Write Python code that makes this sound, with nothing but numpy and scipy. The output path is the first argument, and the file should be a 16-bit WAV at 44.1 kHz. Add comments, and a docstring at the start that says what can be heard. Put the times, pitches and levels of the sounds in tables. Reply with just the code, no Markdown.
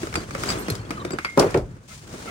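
"""The bed of a pickup, heard by a two-port microphone: a hand digs a carton out of a fabric tool bag, a little
to the left. Over a low rumble, grainy noise makes the cloth and cardboard rustle; damped modes and noise bursts
make plastic-cased tools knock and steel parts clink. The carton squeaks free, then drops on the hollow tailgate
ahead with booming noise and ringing modes, rocks and lands again. After a lull the hand digs in the bag once
more, and fingers scuff stiff cardboard: friction noise through panel resonances."""
import sys
import numpy as np
from scipy import signal
from scipy.fft import rfft, irfft
from scipy.io import wavfile

SR = 44100
rng = np.random.default_rng(int(sys.argv[2]) if len(sys.argv) > 2 else 0)


def unload_audio(sound):
    """Save the sound as a 16-bit wav file, at the path given as the first command line argument."""
    columns = np.transpose(np.atleast_2d(sound))
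    # keep every value between -1 and 1, then stretch to whole-number steps
    steps = np.round(np.clip(columns, -1, 1) * 32767)
    wavfile.write(sys.argv[1], SR, steps.astype(np.int16))


N = 101826
TIME = np.arange(N) / SR
HIT = SR // 2   # samples in one struck sound
AGE = np.arange(HIT) / SR   # time since the strike [s]
ATTACK_S = 0.0004
TAIL_DB, TAIL_T60_S = -14, 0.17   # reflections that follow a contact


def from_db(db):
    """Decibels to gain."""
    return 10 ** (np.asarray(db) / 20)


def at_hz(points, hz):
    """Read a table on a log-frequency axis."""
    f, v = np.transpose(points)
    return np.interp(np.log(hz + 1e-9), np.log(f), v)


def in_time(rows):
    """The columns of a curve at every sample."""
    s, *columns = np.transpose(rows)
    return [np.interp(TIME, s, c) for c in columns]


def decay(t60):
    """A fall of 60 dB in t60 seconds."""
    return np.exp(-np.log(1000) * AGE / t60)


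def attack(attack_s):
    """A strike builds up exponentially, as the contact takes a moment."""
    return 1 - np.exp(-AGE / attack_s)


def swell(s, width_s):
    """A smooth rise and fall around time s."""
    return np.exp(-((TIME - s) / width_s) ** 2 / 2)


def wander(size, over_s):
    """Smooth random motion of spread 1: noise low-passed at 1 / over_s."""
    lowpass = signal.butter(2, 1 / over_s, fs=SR, output="sos")
    x = signal.sosfilt(lowpass, rng.standard_normal(size))
    return x / x.std()


def add(out, s, sound):
    """Mix a struck sound in at time s."""
    i = int(s * SR)
    out[:, i:i + HIT] += sound[..., :N - i]


# likeness of the two microphone ports: (frequency [Hz], left-right correlation [0-1])
PORT_LIKENESS = [(150, 0.93), (450, 0.86), (900, 0.14), (1800, 0.32), (5000, 0.011)]


def noise(spectrum, size, tilt_db=0):
    """Coloured stereo noise of rms 1, alike on both sides in the bass; tilt in dB per octave."""
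    hz = np.arange(size // 2 + 1) * SR / size
    mid, side = rfft(rng.standard_normal((2, size)))
    alike = np.clip(at_hz(PORT_LIKENESS, hz), 0, 1)
    colour = from_db(at_hz(spectrum, hz) + tilt_db * np.log2(hz + 1))
    shared = np.sqrt(1 + alike) * mid
    opposed = np.sqrt(1 - alike) * side * [[1], [-1]]
    x = irfft(colour * (shared + opposed), size)
    return x / x.std()


def burst(spectrum, t60, tilt_db=0):
    """Dense, quickly damped modes of one contact and their reflections, as noise scaled to its envelope's spread."""
    fall = np.hypot(decay(t60), from_db(TAIL_DB) * decay(TAIL_T60_S))
    envelope = fall * attack(ATTACK_S)
    x = noise(spectrum, HIT, tilt_db) * envelope
    return x * envelope.std() / x.std()


def ring(hz, t60, attack_s=ATTACK_S):
    """One struck mode: a decaying sine, rms 1 before its attack and decay."""
    return np.sqrt(2) * np.sin(2 * np.pi * hz * AGE) * decay(t60) * attack(attack_s)


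def metal(modes):
    """Steel rings unevenly while it chatters against its neighbours, a little differently on each side."""
    sides = np.zeros((2, HIT))
    for side in range(2):
        for hz, db, t60 in modes:
            chatter_db = 2.6 * wander(HIT, over_s=0.008)
            sides[side] += from_db(db + chatter_db) * ring(hz * rng.normal(1, 0.0015), t60)
    return sides


def from_left(x, lead_s):
    """A source nearer the left port reaches the right port a little later."""
    return np.array([x[0], np.interp(TIME - lead_s, TIME, x[1])])


# low rumble around the truck bed: (time [s], level [dB])
RUMBLE_LEVEL = [(0, -39), (.6, -42), (1.0, -41.5), (1.3, -49), (1.5, -36), (1.7, -36.5), (1.83, -50),
                (1.95, -43.5), (2.31, -51)]
# its colour: (frequency [Hz], relative density [dB per Hz])
RUMBLE_COLOUR = [(20, -54), (35, -3), (55, -6.5), (80, -3.5), (120, -3.5), (200, -13), (400, -29),
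                 (1500, -71)]


def rumble():
    """Low noise that slowly rises and falls."""
    level_db, = in_time(RUMBLE_LEVEL)
    return from_db(level_db) * noise(RUMBLE_COLOUR, N)


GRAINS_PER_S, GRAIN_S = 1200, 0.005   # rate of slips and decay time of each
GRAIN_SPREAD_DB, GRAIN_SHARE = 2.5, 0.91   # unevenness of the slips, their share of the power


def grain():
    """Fibres catch and slip at random: a spiky gain of rms 1."""
    strength_db = GRAIN_SPREAD_DB * np.minimum(rng.exponential(1, N), 4)
    slips = (rng.random(N) < GRAINS_PER_S / SR) * from_db(strength_db) ** 2
    power = signal.lfilter([1], [1, -np.exp(-1 / (GRAIN_S * SR))], slips + 1e-18)
    return np.sqrt(1 - GRAIN_SHARE + GRAIN_SHARE * power / power.mean())


# cloth and carton rubbing in the bag: (time [s], scrape level [dB], hiss level [dB])
RUBBING = [(0, -37, -39), (.11, -39, -44), (.2, -32.5, -43), (.255, -41, -49.5), (.38, -34.5, -41.5),
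           (.44, -32, -34.5), (.52, -26.5, -34), (.58, -30.5, -42), (.665, -36, -44.5), (.72, -32.5, -41),
           (.83, -40.5, -54.5), (.96, -37, -48.5), (1.16, -36, -54.5), (1.23, -55.5, -47), (1.35, -44, -50),
           (1.44, -27, -43.5), (1.53, -33.5, -45), (1.65, -51, -60), (1.8, -49.5, -62), (1.872, -55, -59),
           (1.885, -79, -45.5), (1.92, -65, -42), (2.05, -46, -50.5), (2.16, -38.5, -43),
           (2.24, -39, -42.5), (2.31, -34.5, -45)]
# colour of cardboard along the tools: (frequency [Hz], relative density [dB per Hz])
SCRAPE_COLOUR = [(80, -6), (170, -1), (400, -4), (800, -13.5), (1400, -12), (2400, -21), (4000, -34.5),
                 (10000, -60)]
# colour of stiff cloth: (frequency [Hz], relative density [dB per Hz])
HISS_COLOUR = [(800, 3.5), (2200, 4.5), (4500, 3), (6500, 4), (9000, 2), (11500, -11.5), (16000, -11.5)]


def rustle():
    """Cardboard scrapes along the tools and stiff cloth hisses, both in the same grains."""
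    scrape_db, hiss_db = in_time(RUBBING)
    scrape = from_db(scrape_db) * noise(SCRAPE_COLOUR, N)
    hiss = from_db(hiss_db) * noise(HISS_COLOUR, N)
    return grain() * (scrape + hiss)


RATTLES_PER_S, RATTLE_T60_S = 130, 0.05
RATTLE_LOW_HZ, RATTLE_HIGH_HZ = 1000, 4600
RATTLE_DB = -8   # relative to the scrape
RATTLE_REST_DB = -42   # under gentler scraping nothing jostles


def rattle():
    """Odds and ends jostle at random, each with its own short note, as hard as the scraping."""
    out = np.zeros((2, N))
    scrape_db, _ = in_time(RUBBING)
    for when, pitch, strength, side in rng.random((int(RATTLES_PER_S * N / SR), 4)):
        rubbing_db = scrape_db[int(when * N)]
        if rubbing_db < RATTLE_REST_DB:
            continue
        hz = RATTLE_LOW_HZ * (RATTLE_HIGH_HZ / RATTLE_LOW_HZ) ** pitch
        gain = from_db(rubbing_db + RATTLE_DB) * (0.5 + strength)
        pan = np.sqrt([[side], [1 - side]])
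        add(out, when * N / SR, gain * pan * ring(hz, RATTLE_T60_S))
    return out


THUD_T60_S, CLACK_T60_S, TICK_T60_S = 0.054, 0.03, 0.025
THUD_SCATTER = 0.95   # noise beside the thud's note
# tools knock in the bag: (time [s], thud level [dB], thud pitch [Hz], clack level [dB], tick level [dB])
KNOCKS = [(0.031, -21, 328, -27.5, -34), (.070, -32.5, 422, -26.5, -33.5), (0.127, -43, 403, -28.5, -44),
          (.140, -33, 384, -23, -27.5), (.155, -26, 480, -15, -21), (.171, -20.5, 304, -40, -49),
          (0.308, -36.5, 420, -28, -35), (0.349, -25.5, 550, -20, -31), (.435, -26.5, 416, -18, -25),
          (0.49, -29, 394, -24.5, -31), (0.502, -43, 475, -20.5, -21), (.683, -22, 318, -23.5, -30),
          (.701, -23, 388, -29, -22), (0.752, -38, 367, -34, -28), (.906, -22.5, 318, -20.5, -27.5),
          (1.049, -23, 350, -25.5, -31), (1.106, -29.5, 375, -26.5, -32), (1.134, -21, 353, -29.5, -36),
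          (1.186, -29, 335, -17.5, -31.5), (1.247, -41, 394, -14.5, -29), (1.507, -40, 400, -42, -33),
          (2.139, -31.5, 378, -38, -44), (2.257, -33.5, 360, -36, -44)]
# colour of a thud muffled by the bag: (frequency [Hz], relative density [dB per Hz])
THUD_COLOUR = [(90, -10), (220, 5), (400, 5.5), (700, -1), (1200, -80), (3000, -83)]
# colour of a plastic case's clack: (frequency [Hz], relative density [dB per Hz])
CLACK_COLOUR = [(400, -9.5), (850, -7), (1300, 3), (1900, -6), (2350, -2), (3000, -15), (5000, -28),
                (12000, -74)]
# colour of the bright tick: (frequency [Hz], relative density [dB per Hz])
TICK_COLOUR = [(1500, -12), (3300, -2.5), (5000, 2.5), (6800, -3), (9000, -2.5), (11500, -14), (16000, -18)]


def knocks():
    """Each knock is a tick, the clack of a plastic case and a thud muffled by the bag."""
    out = np.zeros((2, N))
    for s, thud_db, hz, clack_db, tick_db in KNOCKS:
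        note = ring(hz, THUD_T60_S, attack_s=0.0019)
        thud = note + THUD_SCATTER * burst(THUD_COLOUR, THUD_T60_S)
        add(out, s, from_db(thud_db) * thud)
        add(out, s, from_db(clack_db) * burst(CLACK_COLOUR, CLACK_T60_S))
        add(out, s, from_db(tick_db) * burst(TICK_COLOUR, TICK_T60_S))
    return out


# a steel bit is struck: (time [s], level [dB], reference pitch [Hz], t60 [s], brightness [dB per octave])
CLINKS = [(.157, -36, 4695, .17, -1), (.489, -25, 4760, .08, -3), (.502, -26, 4870, .08, -5),
          (1.119, -38, 4740, .09, 8)]
# its bending modes: (multiple of the reference pitch, relative level [dB])
BIT_MODES = [(0.514, -18), (0.997, 2), (1.615, -1.5)]


def clinks():
    """Struck steel bits ring in bending modes, the higher ones dying sooner."""
    out = np.zeros((2, N))
    for s, db, hz, t60, tilt_db in CLINKS:
        modes = [(hz * k, db + mode_db + tilt_db * np.log2(k), t60 / np.sqrt(k)) for k, mode_db in BIT_MODES]
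        add(out, s, metal(modes))
    return out


# heavy low thumps, as the bag shifts and the carton lands: (time [s], level [dB], pitch [Hz])
THUMPS = [(.172, -25.5, 104), (0.551, -28.5, 124), (.69, -22.5, 159), (0.715, -17.5, 111),
          (0.792, -23, 109), (1.392, -22.5, 151), (1.549, -20, 138), (1.574, -22, 84), (1.611, -20, 59.6)]


def thumps():
    """Heavy shifts and landings thump: one low damped mode each."""
    out = np.zeros((2, N))
    for s, db, hz in THUMPS:
        add(out, s, from_db(db) * ring(hz, t60=0.092, attack_s=0.0021))
    return out


# loose screws and washers ping: (time [s], level [dB], pitch [Hz], t60 [s])
PINGS = [(.583, -39, 8160, 0.25), (0.592, -37.5, 12330, 0.14), (.622, -42.5, 4270, 0.069),
         (0.667, -42.5, 3190, .09), (0.699, -31, 4200, .076), (0.702, -26, 11280, 0.024),
         (1.25, -30.5, 4790, 0.059), (1.393, -16, 5590, 0.024)]


def pings():
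    """Small steel parts ring with a single mode."""
    out = np.zeros((2, N))
    for s, db, hz, t60 in PINGS:
        add(out, s, metal([(hz, db, t60)]))
    return out


SLIP_SAG_HZ_PER_S, SLIP_WOBBLE_HZ = 4000, 35
# the carton squeaks as it slides free: (time of the peak [s], width [s], pitch at the peak [Hz], level [dB])
SQUEAKS = [(.981, .007, 1240, -33), (1.006, .012, 1090, -38), (1.024, .004, 1160, -33)]


def squeaks():
    """Short stick-slip tones, each sagging and wobbling in pitch, the same on both sides."""
    out = np.zeros(N)
    for s, width_s, pitch_hz, db in SQUEAKS:
        wobble_hz = SLIP_WOBBLE_HZ * wander(N, over_s=0.0024)
        hz = pitch_hz - SLIP_SAG_HZ_PER_S * (TIME - s) + wobble_hz
        tone = np.sqrt(2) * np.sin(2 * np.pi * np.cumsum(hz) / SR)
        out += from_db(db) * swell(s, width_s) * tone
    return out


# a larger steel tool is struck: (time [s], level [dB])
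CLANGS = [(1.187, -44), (1.249, -32)]
# its modes: (frequency [Hz], relative level [dB], t60 [s])
TOOL_MODES = [(1250, -3, .06), (1720, -5, .06), (2126, 2, .42), (2150, -6, .35), (2374, -4, .12),
              (3290, -14, .2)]


def clangs():
    """A larger steel tool rings lower than the bits."""
    out = np.zeros((2, N))
    for s, db in CLANGS:
        add(out, s, from_db(db) * metal(TOOL_MODES))
    return out


BOOM_T60_S = 0.23
# the carton meets the tailgate: (time [s], boom level [dB], boom brightness [dB per octave],
# clack level [dB], level of its rattling contents [dB])
DROPS = [(1.3744, -7, -3.5, -27, -24.5), (1.396, -15.5, -2.5, -31, -11.5), (1.41, -20, -12.5, -21, -39),
         (1.425, -16.5, -4.5, -21, -52), (1.543, -14, -5.5, -16.5, -29.5), (1.573, -20, -8, -32, -30.5)]
# colour of the boom: (frequency [Hz], relative density [dB per Hz])
BOOM_COLOUR = [(50, -46), (150, -16.5), (290, -12.5), (420, -1.5), (650, -7), (1020, -11.5), (1700, -20.5),
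               (4000, -33.5)]


def carton_drops():
    """Every contact booms, clacks and shakes the parts inside the carton."""
    out = np.zeros((2, N))
    for s, boom_db, tilt_db, clack_db, rattle_db in DROPS:
        add(out, s, from_db(boom_db) * burst(BOOM_COLOUR, BOOM_T60_S, tilt_db))
        add(out, s, from_db(clack_db) * burst(CLACK_COLOUR, CLACK_T60_S))
        add(out, s, from_db(rattle_db) * burst(TICK_COLOUR, TICK_T60_S))
    return out


# landings that set the tailgate ringing: (time [s], level [dB], brightness [dB per octave])
LANDINGS = [(1.3748, -18.5, 3), (1.426, -36, 1), (1.544, -21.5, -7.5)]
# modes of the hollow tailgate: (frequency [Hz], relative level [dB], t60 [s])
TAILGATE_MODES = [(291, -6, .2), (350, -1, .17), (415, -2, .15), (467, -4, .15), (556, -5, .18),
                  (605, -9, .2), (692, -8, .19), (778, -8, .16), (867, -13, .15), (935, -7, .13),
                  (1025, -9, .15)]


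def tailgate():
    """The hollow tailgate rings in many modes, neighbours starting in opposite directions."""
    out = np.zeros((2, N))
    for s, db, tilt_db in LANDINGS:
        for k, (hz, mode_db, t60) in enumerate(TAILGATE_MODES):
            gain = from_db(db + mode_db + tilt_db * np.log2(hz / 420))
            add(out, s, (-1) ** k * gain * ring(hz, t60))
    return out


# the hollow carton answers with a note of its own: (time [s], level [dB], pitch [Hz])
CARTON_NOTES = [(1.376, -19, 343), (1.435, -13.5, 391.5), (1.544, -8, 389)]


def carton_notes():
    """The hollow carton resonates with one damped mode at each landing."""
    out = np.zeros((2, N))
    for s, db, hz in CARTON_NOTES:
        add(out, s, from_db(db) * ring(hz, t60=0.1, attack_s=0.0044))
    return out


PANEL_WIDTH_HZ = 43   # bandwidth of each resonance
# fingers scuff the stiff cardboard: (time of the peak [s], width [s], level of one layer [dB])
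SCUFFS = [(1.92, 0.013, -49), (2.289, 0.012, -35.5)]
# resonances of the cardboard panel: (frequency [Hz], relative level [dB])
PANEL_MODES = [(650, -3), (1320, 1), (2100, -1), (2560, -10)]


def scuffs():
    """Grainy friction drives the resonances of a cardboard panel; one layer."""
    friction = grain() * rng.standard_normal((2, N))
    panel = np.zeros((2, N))
    for hz, db in PANEL_MODES:
        b, a = signal.iirpeak(hz, hz / PANEL_WIDTH_HZ, fs=SR)
        panel += from_db(db) * signal.lfilter(b, a, friction)
    strokes = sum(from_db(db) * swell(s, width_s) for s, width_s, db in SCUFFS)
    return panel / panel.std() * strokes


BAG_LEAD_S = 0.0002778   # the path to the left port is about 10 cm shorter
TAILGATE_LEAD_S = 0.00006   # about 2 cm shorter: nearly straight ahead


def scene():
    """The bag and the thumps a little to the left, the tailgate ahead, a low rumble under both."""
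    steel = clinks() + pings() + clangs()
    friction = rustle() + squeaks() + scuffs() + scuffs()   # two independent layers of scuffing
    bag = knocks() + thumps() + rattle() + steel + friction
    landing = carton_drops() + tailgate() + carton_notes()
    return rumble() + from_left(bag, BAG_LEAD_S) + from_left(landing, TAILGATE_LEAD_S)


# treble colour of the microphone: (frequency [Hz], gain [dB])
MIC_COLOUR = [(10000, 0), (12400, 5), (13900, -12), (15400, 10), (17000, -14)]
# difference between its two ports: (frequency [Hz], left minus right [dB])
PORT_BALANCE = [(500, 0.5), (2500, -.5), (5000, 5.5), (7000, 5), (9000, -5.5), (12000, -3)]


def record(dry):
    """The two microphone ports colour the sound differently; peaks are rounded, deep bass and top are cut."""
    hz = np.arange(N // 2 + 1) * SR / N
    port_db = at_hz(MIC_COLOUR, hz) + at_hz(PORT_BALANCE, hz) * [[0.5], [-0.5]]
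    x = irfft(rfft(dry) * from_db(port_db), N)
    x = signal.sosfilt(signal.butter(6, 45, "high", fs=SR, output="sos"), x)
    rounded = 1.2 * np.tanh(x / 1.2)
    top_cut = signal.cheby2(12, 70, 17600, fs=SR, output="sos")   # 70 dB down from 17600 Hz up
    return signal.sosfilt(top_cut, rounded)


dry = scene()
out = record(dry)
unload_audio(out)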